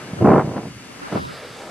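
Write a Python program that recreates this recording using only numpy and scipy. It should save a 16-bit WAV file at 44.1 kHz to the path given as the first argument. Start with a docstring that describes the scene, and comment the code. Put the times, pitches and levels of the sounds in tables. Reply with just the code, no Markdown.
"""Wind on a beach beside feathery trees. First the trees hiss widely all round, over faint water.
Then one hard gust buffets the microphone, brighter the harder it blows, with a low rumble and the thumps
of single eddies (swirls of air). A shorter gust follows. As the microphone swings down to the shore,
the fizz of shallow water comes to the front, and last a small wave rolls in with fine spray."""
import sys
import numpy as np
from scipy import signal
from scipy.fft import rfft, irfft
from scipy.io import wavfile
from scipy.ndimage import uniform_filter1d

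SR = 44100
rng = np.random.default_rng(int(sys.argv[2]) if len(sys.argv) > 2 else 0)


def materialize(psi):
    """Save the field psi as 16-bit PCM at rate SR to the path in sys.argv[1].

    A 1-D psi becomes a single channel; in a 2-D psi each row is a channel.
    """
    bounded = np.clip(np.atleast_2d(psi).T, -1, 1)
    quanta = np.round(bounded * 32767).astype(np.int16)
    wavfile.write(sys.argv[1], SR, quanta)


N = 74970

EDGES_HZ = np.geomspace(30, 15000, 25)  # noise is built in 24 bands, low to high
CENTRES_HZ = np.sqrt(EDGES_HZ[1:] * EDGES_HZ[:-1])
EVEN_SAMPLES = int(.025 * SR)  # swells slower than this get evened out


def from_db(db):
    """Turn decibels into a number to multiply a sound by."""
    return 10 ** (np.asarray(db) / 20)


def in_time(rows):
    """Join rows of time_s, value into a curve; the first and last values hold at the ends."""
    return np.interp(np.arange(N) / SR, *np.transpose(rows))


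def per_band(rows):
    """Read rows of pitch_hz, value at the centre of every band."""
    hz, value = np.transpose(rows)
    return np.interp(np.log(CENTRES_HZ), np.log(hz), value)


def drift(rate_hz):
    """A smooth random wobble, about 1 in size; a higher rate makes it quicker."""
    keep = np.exp(-2 * np.pi * rate_hz / SR)
    slow = signal.lfilter([1], [1, -2 * keep, keep * keep], rng.standard_normal(N + SR // 2))[-N:]
    return slow / slow.std()


def band_filter(low_hz, high_hz):
    """A filter that lets through what lies between two pitches."""
    return signal.butter(2, [low_hz, high_hz], "band", fs=SR, output="sos")


def panned(sound, left_db):
    """Make the left side left_db louder than the right."""
    return sound * from_db([[left_db / 2], [-left_db / 2]])


def noise_bands(colour, likeness):
    """Stereo noise, band by band. Likeness 1 makes left and right the same, 0 unrelated, -1 opposite."""
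    power = from_db(per_band(colour)) ** 2 * np.diff(EDGES_HZ) * (EDGES_HZ[:-1] < colour[-1][0])
    white = rng.standard_normal((2, 2, N + SR // 10))
    alike = np.clip(likeness * np.ones(len(power)), -1, 1)
    for k in np.flatnonzero(power):
        sos = band_filter(*EDGES_HZ[k:k + 2])
        mid, side = signal.sosfilt(sos, signal.sosfilt(sos, white[k % 2]))[:, -N:]
        pair = np.sqrt(1 + alike[k]) * mid + np.sqrt(1 - alike[k]) * np.array([side, -side])
        yield CENTRES_HZ[k], pair * np.sqrt(power[k] / power.sum()) / pair.std()


def rush(levels, colour, likeness, patchy_db):
    """Noise that follows a level curve, each band swelling a little by itself."""
    bands = (band * from_db(patchy_db * drift(rate_hz=10.9)) for _, band in noise_bands(colour, likeness))
    return from_db(in_time(levels)) * sum(bands)


def evened(noise):
    """Take the chance swells out of noise, so that it runs dense and steady."""
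    power = np.mean(noise ** 2, axis=0)
    return noise * np.sqrt(power.mean() / uniform_filter1d(power, EVEN_SAMPLES))


def trees():
    """Wind in the fine needles makes a wide hiss, a little to the left."""
    levels = [(0, -40.5), (.17, -40), (.45, -42), (.75, -41.5), (.95, -40.5), (1.12, -39.5), (1.3, -51.5),
              (1.7, -46)]  # loudness of the hiss: time_s, level_db
    colour = [(80, -5), (250, 8.5), (550, -9), (1000, -5), (1900, -3.5), (2800, -5), (3800, -11.5),
              (5000, -7.5), (7000, -13), (10000, -17.5), (13000, -18.5)]  # its strength from low to high: pitch_hz, level_db
    likeness = [(200, 0.91), (550, 0.7), (1100, 0.24), (2000, -0.13), (3500, 0.96), (5500, 0.69),
                (7000, 0.22), (9000, 0.53), (12000, -0.66)]  # how alike the two sides are: pitch_hz, likeness
    lean = [(300, 1), (800, 1.5), (1800, 5.5), (2800, 3), (5500, -0.1), (8000, 1), (10500, .2)]  # how much louder the left is: pitch_hz, left_db
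    # the middle pitches of the hiss sink gradually, then return just after one second: time_s, gain_db
    middle_gain = [(0, 2), (.14, -1), (.25, -1), (.7, -3), (.9, -3), (1.1, 1.5), (1.3, 1)]
    bands = noise_bands(colour, per_band(likeness))
    hiss = sum(panned(band, np.interp(hz, *np.transpose(lean))) for hz, band in bands)
    middle = signal.sosfiltfilt(band_filter(400, 2600), hiss)
    left, right = hiss + (from_db(in_time(middle_gain)) - 1) * middle
    lag_s = .00008  # the hiss reaches the right side this much later
    delay = np.exp(-2j * np.pi * np.fft.rfftfreq(N, 1 / SR) * lag_s)
    late_right = irfft(rfft(right) * delay, N)
    return from_db(in_time(levels)) * np.array([left, late_right])


def shallows():
    """Shallow water fizzes on the sand."""
    levels = [(0, -47.5), (.2, -54.5), (.9, -55), (1.05, -47.5), (1.17, -39), (1.235, -39), (1.33, -39),
              (1.5, -40.5), (1.7, -43.5)]  # loudness of the fizz: time_s, level_db
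    colour = [(200, -32), (500, -20), (950, -4.5), (1350, 7), (2000, 1.5), (3000, -4), (4300, -1),
              (5800, -11.5), (8000, -15), (10500, -16.5), (13000, -17)]  # its strength from low to high: pitch_hz, level_db
    likeness = [(300, 1), (1400, 0.84), (4200, 1), (5600, 0.4), (7500, 0.7), (10000, .85), (12500, 0.15)]  # how alike the two sides are: pitch_hz, likeness
    return rush(levels, colour, per_band(likeness), patchy_db=0.76)


def waves():
    """Small waves roll in with a hollow rush."""
    levels = [(0, -42), (.1, -43), (.3, -54), (.75, -54.5), (1.0, -66), (1.1, -38.5), (1.23, -78),
              (1.33, -42), (1.46, -40), (1.53, -44), (1.62, -35.5), (1.7, -39.5)]  # loudness of the waves: time_s, level_db
    colour = [(120, -14), (270, -6), (400, 3.5), (530, 6), (750, 0.5), (1100, -10.5), (2200, -23)]  # their strength from low to high: pitch_hz, level_db
    return rush(levels, colour, likeness=1, patchy_db=1.8)


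def crosswind():
    """Wind from the side pushes the microphone's two openings in opposite ways."""
    levels = [(0, -73), (.11, -64), (.135, -45), (.17, -51), (.19, -32.5), (.24, -53), (.27, -46),
              (.7, -70), (.88, -51), (.91, -39), (.935, -55), (1.005, -52), (1.02, -34), (1.07, -35.5),
              (1.09, -47), (1.13, -49), (1.172, -26.5), (1.195, -31.5), (1.25, -31.5), (1.32, -38),
              (1.37, -55), (1.7, -62)]  # loudness of the side wind: time_s, level_db
    colour = [(60, -24), (140, 1), (350, 3), (800, -2), (1400, 2.5), (2400, -15), (3600, -19)]  # its strength from low to high: pitch_hz, level_db
    return rush(levels, colour, likeness=-1, patchy_db=3.0)


def eddies():
    """Each eddy thumps the microphone: a smooth pressure swing that dies within a couple of cycles."""
    thumps = [(0.1319, -16, 177), (.2115, -11, 526), (0.2148, -16.5, 140), (.228, -14, 298),
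              (0.2426, -2.5, 244), (0.2502, -9, 624), (.276, -7, 427), (.443, -14, 170), (0.527, -24, 204),
              (.563, -17, 194), (.588, -20, 178), (.680, -26.5, 160), (0.704, -26.5, 129),
              (0.762, -30.5, 133), (1.147, -17.5, 284), (1.159, -8.5, 268)]  # one row for each eddy: start_s, level_db, pitch_hz
    out = np.zeros(N)
    for start_s, level_db, pitch_hz in thumps:
        cycles = np.maximum(np.arange(N) / SR - start_s, 0) * pitch_hz
        age = cycles / 0.53  # the swell peaks after about half a cycle
        swell = (age * np.exp(1 - age)) ** 2
        out += from_db(level_db) * np.sin(2 * np.pi * cycles) * swell
    return out


def buffeting():
    """Gusts beat on the microphone: more force brings smaller, brighter eddies in a quick flutter."""
    gusts = np.array([(0, -37.5, -1.5), (0.201, -40, 1.5), (.214, -12.5, -4.5), (0.238, -11, -4.5),
                      (0.252, -9.5, -1.5), (.295, -10, -0.03), (.32, -11, -0.04), (.39, -15, 1.17),
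                      (0.408, -28, 6.5), (0.436, -28, -0.4), (.48, -23.5, -2.1), (0.552, -33.5, 3),
                      (0.571, -26.5, 2.85), (.61, -33.5, 1), (.67, -31, -1), (0.701, -43.5, -4),
                      (.85, -50, 4), (1.0, -48.5, 5.5), (1.108, -47.5, -1), (1.122, -22.5, 1.2),
                      (1.139, -25, 0), (1.159, -19.5, -0.5), (1.189, -32, 0.5), (1.22, -42, -1),
                      (1.35, -48, 2), (1.7, -50, 7.5)])  # force of the wind: time_s, level_db, brightness_db_per_octave
    colour = [(35, -35), (60, -40), (85, -12), (125, 2.5), (220, 0.5), (400, -1), (700, -5.5),
              (1100, -11.5), (1600, -24.5), (2300, -33.5), (3300, -54)]  # strength from low to high at full force: pitch_hz, level_db
    likeness = [(60, 1), (150, 1), (360, 0.96), (900, 0.88), (2200, 0.98)]  # how alike the two sides are: pitch_hz, likeness
    full_force_db, brighten_above_hz = -9.5, 153
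    force_db = in_time(gusts[:, [0, 1]]) - full_force_db
    brightness_db_per_octave = 0.087 * force_db + in_time(gusts[:, [0, 2]])
    flutter = drift(rate_hz=110)
    flutter -= uniform_filter1d(flutter, EVEN_SAMPLES)  # keep only the quick changes
    flutter = 2 * np.tanh(flutter / 2)  # round off the biggest ones
    out = 0
    for hz, band in noise_bands(colour, per_band(likeness)):
        octaves = max(np.log2(hz / brighten_above_hz), 0)
        flutter_db = (1.5 + 1.35 * octaves) * flutter  # higher bands flutter more
        level_db = -8 + force_db + octaves * brightness_db_per_octave
        out = out + evened(band * from_db(flutter_db)) * from_db(level_db)
    return panned(out, left_db=-0.8)


def rumble():
    """Slow, large eddies make a dull rumble."""
    levels = [(0, -59), (.2, -29.5), (.217, -20.5), (.28, -16.5), (.36, -26), (.45, -37), (.6, -37),
              (.78, -50), (.88, -58), (1.03, -51), (1.11, -54), (1.16, -39), (1.21, -32.5), (1.29, -37.5),
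              (1.36, -49), (1.7, -55)]  # loudness of the rumble: time_s, level_db
    colour = [(35, -30), (55, -21), (80, -2), (120, 0.5), (200, -5.5), (300, -9.5), (500, -27.5)]  # its strength from low to high: pitch_hz, level_db
    return rush(levels, colour, likeness=0.93, patchy_db=0.5)


def hollowed(hiss):
    """The hiss turns hollow and wide for a moment, as the middle pitches that both sides share dip."""
    centre_gain = [(1.185, 3.5), (1.215, -12), (1.25, -14), (1.29, -0.5)]  # lift or dip of that shared part: time_s, gain_db
    centre = signal.sosfiltfilt(band_filter(806, 2500), hiss.mean(axis=0))
    return hiss + (from_db(in_time(centre_gain)) - 1) * centre


def spray():
    """Fine spray hisses as the last wave runs up the sand."""
    levels = [(0, -75), (1.45, -63), (1.58, -52), (1.7, -52.5)]  # loudness of the spray: time_s, level_db
    colour = [(4000, -13), (6000, -1), (7300, 0), (9000, -6), (11000, -15)]  # its strength from low to high: pitch_hz, level_db
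    return rush(levels, colour, likeness=1, patchy_db=1.0)


def scene():
    """Wind softly overloads the microphone's openings; behind it are the shore and the trees."""
    wind = rumble() + crosswind() + buffeting() + eddies()
    overload = 0.92  # peaks are squashed to stay below this
    wind = wind / (1 + (wind / overload) ** 4) ** (1 / 4)
    # trim the deepest bass and the overload's sharp crackle, keeping the wind dull
    wind = signal.sosfilt(band_filter(60, 2700), wind)
    return wind + hollowed(shallows() + waves() + spray() + trees())


def record(dry):
    """Cut away the very highest treble."""
    cutoff_hz = 12500
    return signal.sosfilt(signal.ellip(10, .2, 80, cutoff_hz, fs=SR, output="sos"), dry)


dry = scene()
out = record(dry)
materialize(out)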